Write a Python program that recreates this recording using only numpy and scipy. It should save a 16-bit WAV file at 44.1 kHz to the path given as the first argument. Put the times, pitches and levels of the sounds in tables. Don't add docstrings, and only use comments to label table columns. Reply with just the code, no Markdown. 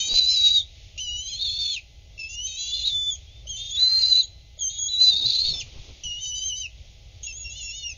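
import sys
import numpy as np
from scipy import signal
from scipy.fft import rfft, irfft, next_fast_len
from scipy.io import wavfile
from scipy.ndimage import uniform_filter1d, map_coordinates

SR = 44100
rng = np.random.default_rng(int(sys.argv[2]) if len(sys.argv) > 2 else 0)


def volts(x):
    e = np.asarray(x, float) / 20
    return 10 ** e


def wav_out(sig):
    wavfile.write(sys.argv[1], SR, np.round(np.clip(np.atleast_2d(sig).T, -1, 1) * 32767).astype(np.int16))


N = 351477
T = np.arange(N) / SR


def unit(x):
    return x / np.sqrt(np.mean(x ** 2) + 1e-20)


def wobble(rate):
    return map_coordinates(rng.standard_normal(int(N * rate / SR) + 4), [np.arange(N) * rate / SR])


def rush(spectrum):
    size = next_fast_len(N + 8192)
    hz, db = np.transpose(spectrum)
    bins_hz = np.fft.rfftfreq(size, 1 / SR) + 1
    gain = volts(np.interp(np.log(bins_hz), np.log(hz), db, -120, -120))
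    return unit(irfft(rfft(rng.standard_normal(size)) * gain, size)[:N])


def window(start, end, edge=.012):
    return np.clip(np.minimum(T - start, end - T) / edge + .5, 0, 1)


def played(phrases, edge):
    t, *columns = np.transpose([row for rows in phrases for row in rows])
    gate = sum(window(rows[0][0], rows[-1][0], edge) for rows in phrases)
    return [np.interp(T, t, column) for column in columns], np.minimum(gate, 1)


def glide(hz):
    return 2 * np.pi * np.cumsum(hz) / SR


def strike(out, t, sound):
    out[round(t * SR):][:len(sound)] += sound


# f/Hz, level/dB per Hz
WIND = [(10, -16.5), (60, 1.5), (112, -8.5), (200, -28.5), (330, -31.5), (654, -28.5), (900, -42.5),
        (2200, -49)]
# t/s, level/dB
GUSTS = [(0, -0.5), (2, -3.5), (3.3, -1), (4.4, -4.5), (5.6, 2), (5.85, 6), (6.05, -0.5), (7, -1.5)]
# f/Hz, level/dB per Hz
FOLIAGE = [(880, -57.5), (1500, -31.5), (2260, -10.5), (3450, -4.5), (4110, -8), (4950, -11.5),
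           (6270, -11.5), (7000, -14.5)]
# f/Hz, level/dB
HUMS = [(820, -75), (2040, -72.5)]


def air():
    rumble = volts(-47.5 + 1.5 * wobble(8.8)) * rush(WIND)
    gust_db = np.interp(T, *np.transpose(GUSTS))
    leaves = volts(-55 + gust_db + 1.3 * wobble(6)) * rush(FOLIAGE)
    whines = sum(volts(db + 1.1 * wobble(3.6)) * np.sin(2 * np.pi * hz * T + .8 * wobble(21)) for hz, db in HUMS)
    return rumble + leaves + whines


def woods(x):
    t = np.arange(SR // 2) / SR
    near, far = volts(-60 * t / .15), volts(-32 - 60 * t / .9)
    tail = rng.standard_normal(len(t)) * (near + far)
    return signal.fftconvolve(x, tail / np.linalg.norm(tail))[:N]


# t/s, rustle level/dB, sway level/dB
BEATS = [
    (.14, -48.5, -35),
    (5.129, -57.5, -69.5),
    (5.26, -52.5, -43.5),
    (5.489, -55.5, -30),
    (5.56, -55.5, -41),
    (5.639, -64, -48),
    (5.788, -56, -33.5),
    (5.9, -58.5, -45),
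    (6.061, -61, -36.5),
]


def beats(column, rise, fall):
    power = 0
    for row in BEATS:
        away_db = np.maximum(rise * (row[0] - T), fall * (T - row[0]))
        power = power + volts(row[column] - away_db) ** 2
    return np.sqrt(power)


# f/Hz, level/dB per Hz
RUSTLE = [(120, -8), (250, 0), (500, -2), (900, -10), (2200, -24)]
# f/Hz, level/dB per Hz
SWAY = [(4, 4), (25, 0), (60, -9), (115, -11), (200, -30)]
# t/s, peak level/dB, treble level/dB
SNAPS = [
    (0.14, -25, 11),
    (0.192, -52, 38.5),
    (5.124, -31, -9),
    (5.507, -41, 7),
    (5.78, -40.5, 5),
    (5.892, -40, -15),
]
# t/s, peak level/dB, f/Hz
THUMPS = [
    (5.25, -34, 122),
    (5.62, -40.5, 121),
    (5.505, -43.5, 150),
    (5.13, -47.5, 187),
]


def nest():
    clumps = volts(2.5 * wobble(40) + 1.5 * wobble(200))
    brush = beats(column=1, rise=86, fall=99) * unit(clumps * rush(RUSTLE))
    sway = beats(column=2, rise=350, fall=250) * unit(volts(1.5 * wobble(18)) * rush(SWAY))
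    out = np.pad(brush + sway, (0, SR))
    t = np.arange(900) / SR
    for start, db, treble_db in SNAPS:
        knock = np.sin(2 * np.pi * 650 * t) * volts(-60 * t / 0.015)
        bright = np.diff(rng.standard_normal(len(t) + 1)) / 2
        crack = volts(treble_db + 10.0 - 60 * t / 0.0077) * bright
        strike(out, start, volts(db - 7.5) * (knock + crack))
    t = np.arange(SR // 4) / SR
    for start, db, hz in THUMPS:
        swell = volts(db + 7 - 60 * t / .15) * (1 - np.exp(-t / 0.011))
        strike(out, start, swell * np.sin(2 * np.pi * hz * t))
    return out[:N]


# t/s, peak level/dB, f/Hz, overtone level/dB
CLUCKS = [
    (0.964, -37.5, 595, -15),
    (1.476, -42.5, 444, -11),
    (2.164, -43, 573, -14.5),
    (3.455, -32, 592, -20),
    (4.574, -36, 603.5, -20),
    (7.209, -40.5, 481.7, -32),
]


def clucks():
    out, t = np.zeros(N + SR), np.arange(2000) / SR
    for start, db, hz, over_db in CLUCKS:
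        ring = np.sin(2 * np.pi * hz * t) + volts(over_db) * np.sin(2 * np.pi * 2.15 * hz * t)
        swell = volts(db + 2.5 - 60 * t / 0.029) * (1 - np.exp(-t / 0.013))
        strike(out, start, swell * ring)
    return out[:N]


# start t/s, end t/s, gap at start f/Hz, gap at end f/Hz, level/dB over the first
SPELLS = [(-.01, .085, 619, 700.5, 1.5), (1, 1.21, 1040.5, 896.5, -15), (1.22, 1.3, 943.5, 790.5, -2),
          (1.3, 1.336, 791.5, 1051.5, 0), (1.336, 1.38, 1051.5, 803.5, 3), (2.29, 2.36, 682.5, 681, -10),
          (2.47, 2.55, 639, 627.5, 4), (2.56, 2.6, 701.5, 674.5, 5.5), (2.6, 2.72, 670.5, 545.5, 2.5),
          (2.74, 2.83, 641, 616.5, 2.5), (3.57, 3.71, 389.5, 357, 4.5), (4.7, 4.785, 447.5, 384.5, 2.5),
          (4.885, 4.975, -520, -430, -14.5), (6.19, 6.3, 672, 849, -12.5), (6.35, 6.5, 863, 844, -13.5),
          (6.56, 6.63, 828, 852.5, -9.5), (7.225, 7.27, 247.5, 589.5, 3.5), (7.27, 7.33, 622.5, 506, -17),
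          (7.33, 7.39, 477.5, 712, 14), (7.39, 7.44, 701.5, 557, 4), (7.44, 7.5, 554.5, 591.5, -24),
          (7.5, 7.66, 593.5, 655.5, -4), (7.66, 7.74, 655, 683.5, -14.5), (7.74, 7.84, 681, 694, -3.5)]
CREST_SPELLS = [(0.093, 0.143, 688.5, 718.5, -4), (0.137, 0.26, 719.5, 700.5, -13.5),
                (0.261, 0.286, 719.5, 1080.5, -10), (0.288, 0.311, 1079.5, 1160, -9),
                (0.313, 0.347, 1160, 1039, -7.5), (0.346, 0.38, 1040, 699.5, -7.5), (0.379, 0.572, 722, 838, -14),
                (1.39, 1.463, 599, 612, -1.5), (1.462, 1.765, 800, 872.5, 0), (2.846, 2.882, 420, 319.5, -3.5),
                (2.882, 2.905, 402, 448.5, -7), (3.747, 3.787, 601, 601.5, -21), (3.887, 3.979, 600, 560, -21),
                (4.013, 4.11, 700, 639.5, -17.5), (4.138, 4.157, 680, 701, -22), (4.21, 4.254, 649, 1201.5, -10.5),
                (5.055, 5.111, 950, 780.5, -24), (5.107, 5.147, 816.5, 778, -11), (5.157, 5.245, 619, 620.5, -6.5),
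                (5.254, 5.302, 559.5, 479.5, -8.5), (5.302, 5.337, 558, 621, 3), (5.346, 5.42, 380, 449.5, -9.5),
                (5.444, 5.531, -750, -420, -9.5), (5.535, 5.601, 1800, 1759.5, -3.5)]
# middle t/s, half length t/s, added roughness
FRAYS = [(1.43, .09, .24), (1.53, .08, .1), (2.77, .05, .3), (2.87, .035, .45), (7.42, .12, .12),
         (7.62, .1, .1), (5.19, .06, .3), (5.3, .07, .32), (5.42, .13, .32)]


def spells(starts_s, ends_s):
    rows = sorted(SPELLS + CREST_SPELLS)
    knots_s = np.maximum.accumulate([s for row in rows for s in row[:2]])
    gap_hz = np.interp(T, knots_s, [hz for row in rows for hz in row[2:4]])
    leak = volts(-40)
    joined = leak + sum(volts(db) * window(start, end) for start, end, _, _, db in rows)

    def bump(middle, half):
        return np.clip(1 - abs(T - middle) / half, 0, 1)

    attack_s, release_s = 0.024, .04
    edge = sum(bump(s, attack_s) for s in starts_s) + sum(bump(s, release_s) for s in ends_s)
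    fray = sum(added * bump(s, half) for s, half, added in FRAYS)
    return gap_hz, joined, edge, fray


# t/s, pitch f/Hz, effort level/dB
FIRST = [
    [(0, 3085, -26), (.042, 3085, -29.5), (.085, 3120, -31.5)],
    [(.0856, 3830, -23), (.135, 3920, -23.5), (.158, 4010, -12.5), (.195, 4070, -11), (.215, 3930, -22),
     (.31, 4075, -20), (.43, 3850, -19.5), (.475, 3810, -14.5), (.525, 3870, -20.5)],
    [(.562, 3850, -16), (.595, 3700, -17.5), (.63, 3500, -43.5)],
]
SECOND = [
    [(.978, 2780, -29), (1.01, 3070, -31), (1.09, 2892, -32), (1.2, 2968, -31), (1.242, 3176, -41),
     (1.272, 3095, -33), (1.3, 3380, -36.5), (1.336, 3085, -30), (1.37, 3400, -37.5)],
    [(1.38, 3450, -32), (1.425, 3780, -26), (1.49, 3460, -28.5), (1.56, 3513, -30.5), (1.6, 3590, -27),
     (1.65, 3540, -25), (1.73, 3420, -27.5), (1.78, 2560, -32.5), (1.8, 2500, -52)],
]
THIRD = [
    [(2.178, 2697, -41.5), (2.2, 2682, -31), (2.238, 2630, -34), (2.29, 2696, -43), (2.396, 2903, -33.5),
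     (2.478, 3170, -36), (2.565, 3115, -40.5), (2.59, 3324, -31), (2.72, 3440, -31)],
    [(2.73, 3510, -27.5), (2.765, 3496, -25.5), (2.838, 3470, -31), (2.853, 3801, -23.5), (2.88, 3902, -20),
     (2.902, 3534, -26), (2.94, 3495, -26.5), (3.102, 3494, -25.5), (3.16, 3190, -46.5)],
]
FOURTH = [
    [(3.47, 2990, -40.5), (3.498, 3277, -33.5), (3.55, 3073, -39), (3.618, 3277, -34.5), (3.688, 3274, -38),
     (3.71, 3292, -34), (3.745, 3496, -27), (3.77, 3387, -27)],
    [(3.776, 3854, -24), (3.786, 3805, -23.5), (3.8, 4037, -14.5), (3.824, 4025, -14.5), (3.878, 4034, -17),
     (3.924, 4140, -20), (4.01, 4186, -15.5), (4.04, 3983, -15), (4.07, 4090, -15)],
    [(4.1, 4108, -16.5), (4.132, 3993, -12.5), (4.148, 3920, -18.5), (4.164, 4018, -13.5),
     (4.186, 4087, -14), (4.206, 4016, -15), (4.216, 3740, -27), (4.235, 3300, -35.5), (4.26, 3250, -56.5)],
]
FIFTH = [
    [(4.59, 3467, -40), (4.62, 3253, -33.5), (4.665, 3111, -36), (4.73, 3328, -41.5), (4.79, 3340, -36.5),
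     (4.84, 3317, -35), (4.882, 3340, -33)],
    [(4.888, 3995, -27), (4.93, 3970, -24), (4.967, 3864, -25.5), (5.024, 4090, -11.5), (5.045, 4030, -11),
     (5.058, 3965, -13), (5.1, 4010, -12), (5.118, 3720, -24)],
    [(5.145, 3630, -22.5), (5.158, 3800, -19), (5.2, 3790, -26), (5.24, 3700, -27.5), (5.258, 3990, -20),
     (5.275, 4080, -17), (5.298, 4040, -20), (5.318, 3760, -27.5), (5.335, 3780, -24.5)],
    [(5.342, 4150, -22), (5.368, 4050, -19.5), (5.4, 4060, -23.5), (5.435, 4240, -25), (5.466, 4420, -23),
     (5.5, 4380, -23.5), (5.524, 4200, -28), (5.534, 3900, -45)],
    [(5.54, 3575, -28.5), (5.596, 3520, -34), (5.612, 2950, -28), (5.626, 2470, -36.5), (5.635, 2450, -62)],
]
SIXTH = [
    [(6.036, 3033, -38), (6.056, 2973, -31), (6.11, 2834, -33), (6.18, 2854, -35), (6.222, 3076, -38.5),
     (6.26, 2962, -29.5), (6.29, 3060, -34), (6.325, 2935, -32)],
    [(6.36, 3035, -31.5), (6.435, 3043, -33), (6.476, 3196, -35), (6.53, 2939, -29), (6.565, 3013, -35),
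     (6.6, 3137, -36.5), (6.634, 2936, -31.5), (6.662, 2626, -34.5), (6.68, 2580, -65)],
]
SEVENTH = [
    [(7.232, 2918, -45.5), (7.262, 2850, -48.5), (7.272, 2784, -35.5), (7.31, 2641, -39.5),
     (7.342, 2680, -53), (7.39, 2717, -48), (7.43, 2705, -47.5), (7.46, 2770, -35), (7.51, 2667, -45)],
    [(7.58, 3020, -40.5), (7.636, 2730, -42), (7.66, 2745, -40), (7.715, 2695, -36), (7.745, 2926, -40.5)],
    [(7.765, 3005, -40), (7.82, 2950, -40), (7.835, 2885, -36), (7.87, 2812, -32), (7.9, 2697, -35.5),
     (7.928, 2515, -47.5), (7.935, 2415, -62)],
]
# roughness 0-1, coupling of the two sides level/dB
TEMPER = [(.1, -3), (.19, -19.4), (.2, -19), (.12, -7), (.22, -18), (.15, -5.5), (.14, -11), (.2, -2),
          (.1, -19.5), (.1, -19.5), (.14, -4), (.13, -19.2), (.28, -10), (.32, -14), (.08, -17), (.14, 0),
          (.14, 0), (.1, -3), (.1, -3), (.1, -3)]
# octave over its rule level/dB, rasp under the effort level/dB
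MOUTH = [(1, -16.5), (-1.5, -16.5), (-3.5, -19), (-3, -20), (-4.5, -19.5), (1.5, -19), (2.5, -18.5),
         (-5.5, -18.5), (12, -23), (3, -21), (5, -18), (5, -22), (-5.5, -17), (-1, -13), (-6.5, -15.5),
         (1.5, -20.5), (0, -26), (6, -24.5), (9.5, -19), (6, -23)]
# pitch f/Hz, level/dB over the effort
OCTAVE = [(2600, -10.5), (2900, -9), (3150, 5.5), (3330, 2), (3440, -6), (3550, -23.5), (3900, -32.5)]
# t/s, depth level/dB
CATCHES = [(.137, 7.5), (0.169, 7.5), (0.183, 9.5), (0.203, 24), (0.271, 6), (0.356, 6), (0.392, 3),
           (0.501, 6.5), (.588, 11), (.597, 8), (1.584, 8), (1.645, 3), (1.673, 11.5), (1.76, 13.5),
           (1.774, 2.5), (2.187, 17.5), (2.226, 26), (2.752, 2), (2.765, 6), (2.779, 8), (2.789, 11.5),
           (2.848, 4), (3.486, 17), (3.89, 9.5), (3.911, 6), (4.004, 6.5), (4.047, 13), (4.068, 7.5),
           (4.078, 13.5), (4.092, 9), (4.151, 11), (4.605, 19.5), (5.066, 0), (5.152, 12.5), (5.16, 13),
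           (5.177, 10.5), (5.188, 8), (5.207, 12), (5.238, 5), (5.276, 9), (5.292, 4), (5.381, 6),
           (5.437, 2.5), (5.515, 10.5), (7.32, 11), (7.392, 14), (7.439, 12), (7.889, 16)]


def breath():
    manner = iter(zip(TEMPER, MOUTH))
    phrases = []
    for squeal in (FIRST, SECOND, THIRD, FOURTH, FIFTH, SIXTH, SEVENTH):
        rows = []
        for note in squeal:
            temper, mouth = next(manner)
            rows += [(*row, *temper, *mouth) for row in note]
        phrases.append(rows)
    (low_hz, effort_db, rough, couple_db, open_db, rasp_db), gate = played(phrases, edge=0.0013)
    starts_s, ends_s = [rows[0][0] for rows in phrases[1:]], [rows[-1][0] for rows in phrases]
    gap_hz, joined, edge, fray = spells(starts_s, ends_s)
    chop_db, chop_rate = 13, 75
    effort_db = effort_db + fray * chop_db * (.6 - abs(wobble(chop_rate)))
    catch_s = 0.0027
    effort_db = effort_db - sum(db * np.exp(-((T - s) / catch_s) ** 2) for s, db in CATCHES)
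    share = joined ** 2 / (1 + joined ** 2)
    low_db = effort_db + 10 * np.log10(1 - share)
    high_db = effort_db + 10 * np.log10(share)
    octave_db = effort_db + 1.63 * (low_db - effort_db) + open_db
    octave_db = octave_db + np.interp(low_hz, *np.transpose(OCTAVE))
    rasp_db = effort_db + rasp_db - 17 * fray + 9.5 * edge + 11 * share
    rough = rough + fray + .45 * edge
    return low_hz, low_db, gap_hz, high_db, octave_db, rasp_db, rough, couple_db, gate


# start t/s, end t/s, first f/Hz, last f/Hz, level/dB
THREADS = [(2.235, 2.29, 3340, 3090, -53), (2.467, 2.59, 2520, 2620, -48.5),
           (2.59, 2.719, 2638, 2960, -46.5), (2.739, 2.84, 2910, 2860, -45.5),
           (3.27, 3.33, 3220, 3560, -55), (3.329, 3.428, 3570, 3540, -55), (5.264, 5.54, 3530, 3570, -39),
           (5.505, 5.558, 5400, 5370, -36), (7.235, 7.262, 5940, 6750, -37), (7.56, 7.655, 4270, 4020, -50),
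           (7.894, 7.931, 6670, 6050, -38.5)]


def threads():
    out = 0
    for start, end, first_hz, last_hz, db in THREADS:
        hz = np.interp(T, (start, end), (first_hz, last_hz)) + 18 * wobble(45)
        out = out + volts(db + 2.7 * wobble(50)) * window(start, end) * np.sin(glide(hz))
    return out


# t/s, level/dB
STRAIN = [(3.76, -60.5), (3.82, -55), (4.05, -59), (4.25, -75.5)]


def strain():
    (db,), leak = played([STRAIN], edge=.03)
    return leak * volts(db + 2.3 * wobble(50)) * rush([(900, -5.5), (1100, -6.5), (1900, 1.0), (2300, 2.0)])


# start t/s, end t/s, octave loss level/dB, side tone gain level/dB
SPLITS = [(1.04, 1.22, 0, 18), (2.29, 2.36, 2, 19), (2.585, 2.72, 2, 12), (7.51, 7.63, 10, 2),
          (7.725, 7.83, 10, 2)]
# f/Hz, level/dB per Hz
BEAK = [(1700, -48), (2200, -19), (2900, -7), (3600, -8.5), (4300, -5), (5300, -13.5), (6300, -5),
        (6950, -5.5)]


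def eaglet():
    low_hz, low_db, gap_hz, high_db, octave_db, rasp_db, rough, couple_db, gate = breath()
    lost_db = sum(loss * window(start, end) for start, end, loss, _ in SPLITS)
    gained_db = sum(gain * window(start, end) for start, end, _, gain in SPLITS)

    def tremor():
        return 12 * wobble(40) + rough * (55 * wobble(60) + 150 * wobble(400))

    def flicker():
        return -np.abs(3.18 * wobble(35)) + rough * 3 * wobble(160)

    low = glide(low_hz + tremor())
    loose = np.clip((-couple_db - 18) / 5, 0, 1)
    gap = glide(gap_hz + 0.45 * tremor() + loose * 420 * wobble(1100))
    high = low + gap
    weaker_db = np.minimum(low_db, high_db) + couple_db
    beside_db = octave_db + np.clip(high_db - low_db, -40, -2) + couple_db + gained_db
    under_db = np.clip(2500 - low_hz + gap_hz, 0, 900) / 30
    main_tones = [(low, low_db), (high, high_db),
                  (2 * low, octave_db - lost_db), (2 * high, high_db + couple_db + 13.0)]
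    coupled_tones = [(2 * low + gap, beside_db + 3.0), (2 * low - gap, beside_db - 7.0),
                     (low + 2 * gap, weaker_db), (low + 3 * gap, weaker_db - 12.0),
                     (low - gap, weaker_db - 8.5 - under_db)]
    whistle = sum(volts(db + 4.5 + flicker()) * np.sin(phase) for phase, db in main_tones)
    for phase, db in coupled_tones:
        patchy_db = 6.5 * abs(wobble(22))
        whistle = whistle + volts(db + 5.5 + flicker() - patchy_db) * np.sin(phase)
    carriers = volts(low_db) * np.sin(low) + volts(high_db) * np.sin(high)
    skirt = rush([(1, -15.5), (350, 2.5), (800, -24.0)]) * carriers
    skirt = volts(-1.0) * (rough ** 2 + 0.044) * skirt
    between = rough * volts(np.minimum(low_db, high_db) + 4.0) * np.sin(low + gap / 2)
    between = between * rush([(1, 2), (260, -5), (600, -30.5)])
    halo_db = -42 + 1.4 * (low_db + 20) + 2.5 * wobble(70)
    halo = volts(halo_db) * rush([(1, 0), (230, -2), (420, -25)]) * np.sin(low + 2 * np.pi * 379.3 * T)
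    rasp = volts(rasp_db + 1.6 * wobble(60)) * rush(BEAK)
    return gate * (whistle + skirt + between + halo + rasp) + strain() + threads()


def scene():
    bird = eaglet() + clucks()
    return np.tile(bird + volts(-9.0) * woods(bird) + nest() + air(), (2, 1))


def thrift(x, under_db, reach_hz, grit_db):
    band_hz, top_hz = 170, 6950
    hz, _, z = signal.stft(x, SR, nperseg=3072)
    band = (hz / band_hz).astype(int)
    exact = np.array([np.mean(abs(z[band == b]) ** 2, 0) for b in range(band[-1] + 1)])
    row = np.arange(len(exact))[:, None]
    power = uniform_filter1d(exact, size=3, axis=1)
    spread = np.exp(-abs(row - row.T) * band_hz / reach_hz) + .004
    mask = np.max(spread[:, :, None] * power, axis=1)
    luck_db = 21 * uniform_filter1d(rng.standard_normal(power.shape), size=10, axis=1)
    weak = np.maximum(power, exact / 2) < volts(2 * under_db + luck_db) * mask
    keep = np.where(weak & (row > 13), .03, 1)[band]
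    grit = volts(grit_db) * np.sqrt(exact[band]) * np.exp(2j * np.pi * rng.random(z.shape))
    limited = (z + grit) * keep * (hz < top_hz)[:, None]
    return signal.istft(limited, SR, nperseg=3072)[1][:N]


# f/Hz, level/dB per Hz
HISS = [(7000, -6), (8500, -6), (9500, -1), (12000, 0), (15750, 0)]


def circuit_hiss():
    sides = .15 * np.array([[1], [-1]]) * rush(HISS)
    return volts(-84) * (rush(HISS) + sides)


def roll_off(x):
    return signal.sosfilt(signal.butter(12, 15750, fs=SR, output="sos"), x)


def record(dry):
    x = thrift(dry[0], under_db=-14.5, reach_hz=215, grit_db=-18)
    x = x * np.minimum(np.arange(N) / 150, 1)
    return roll_off(x + circuit_hiss())


dry = scene()
out = record(dry)
wav_out(out)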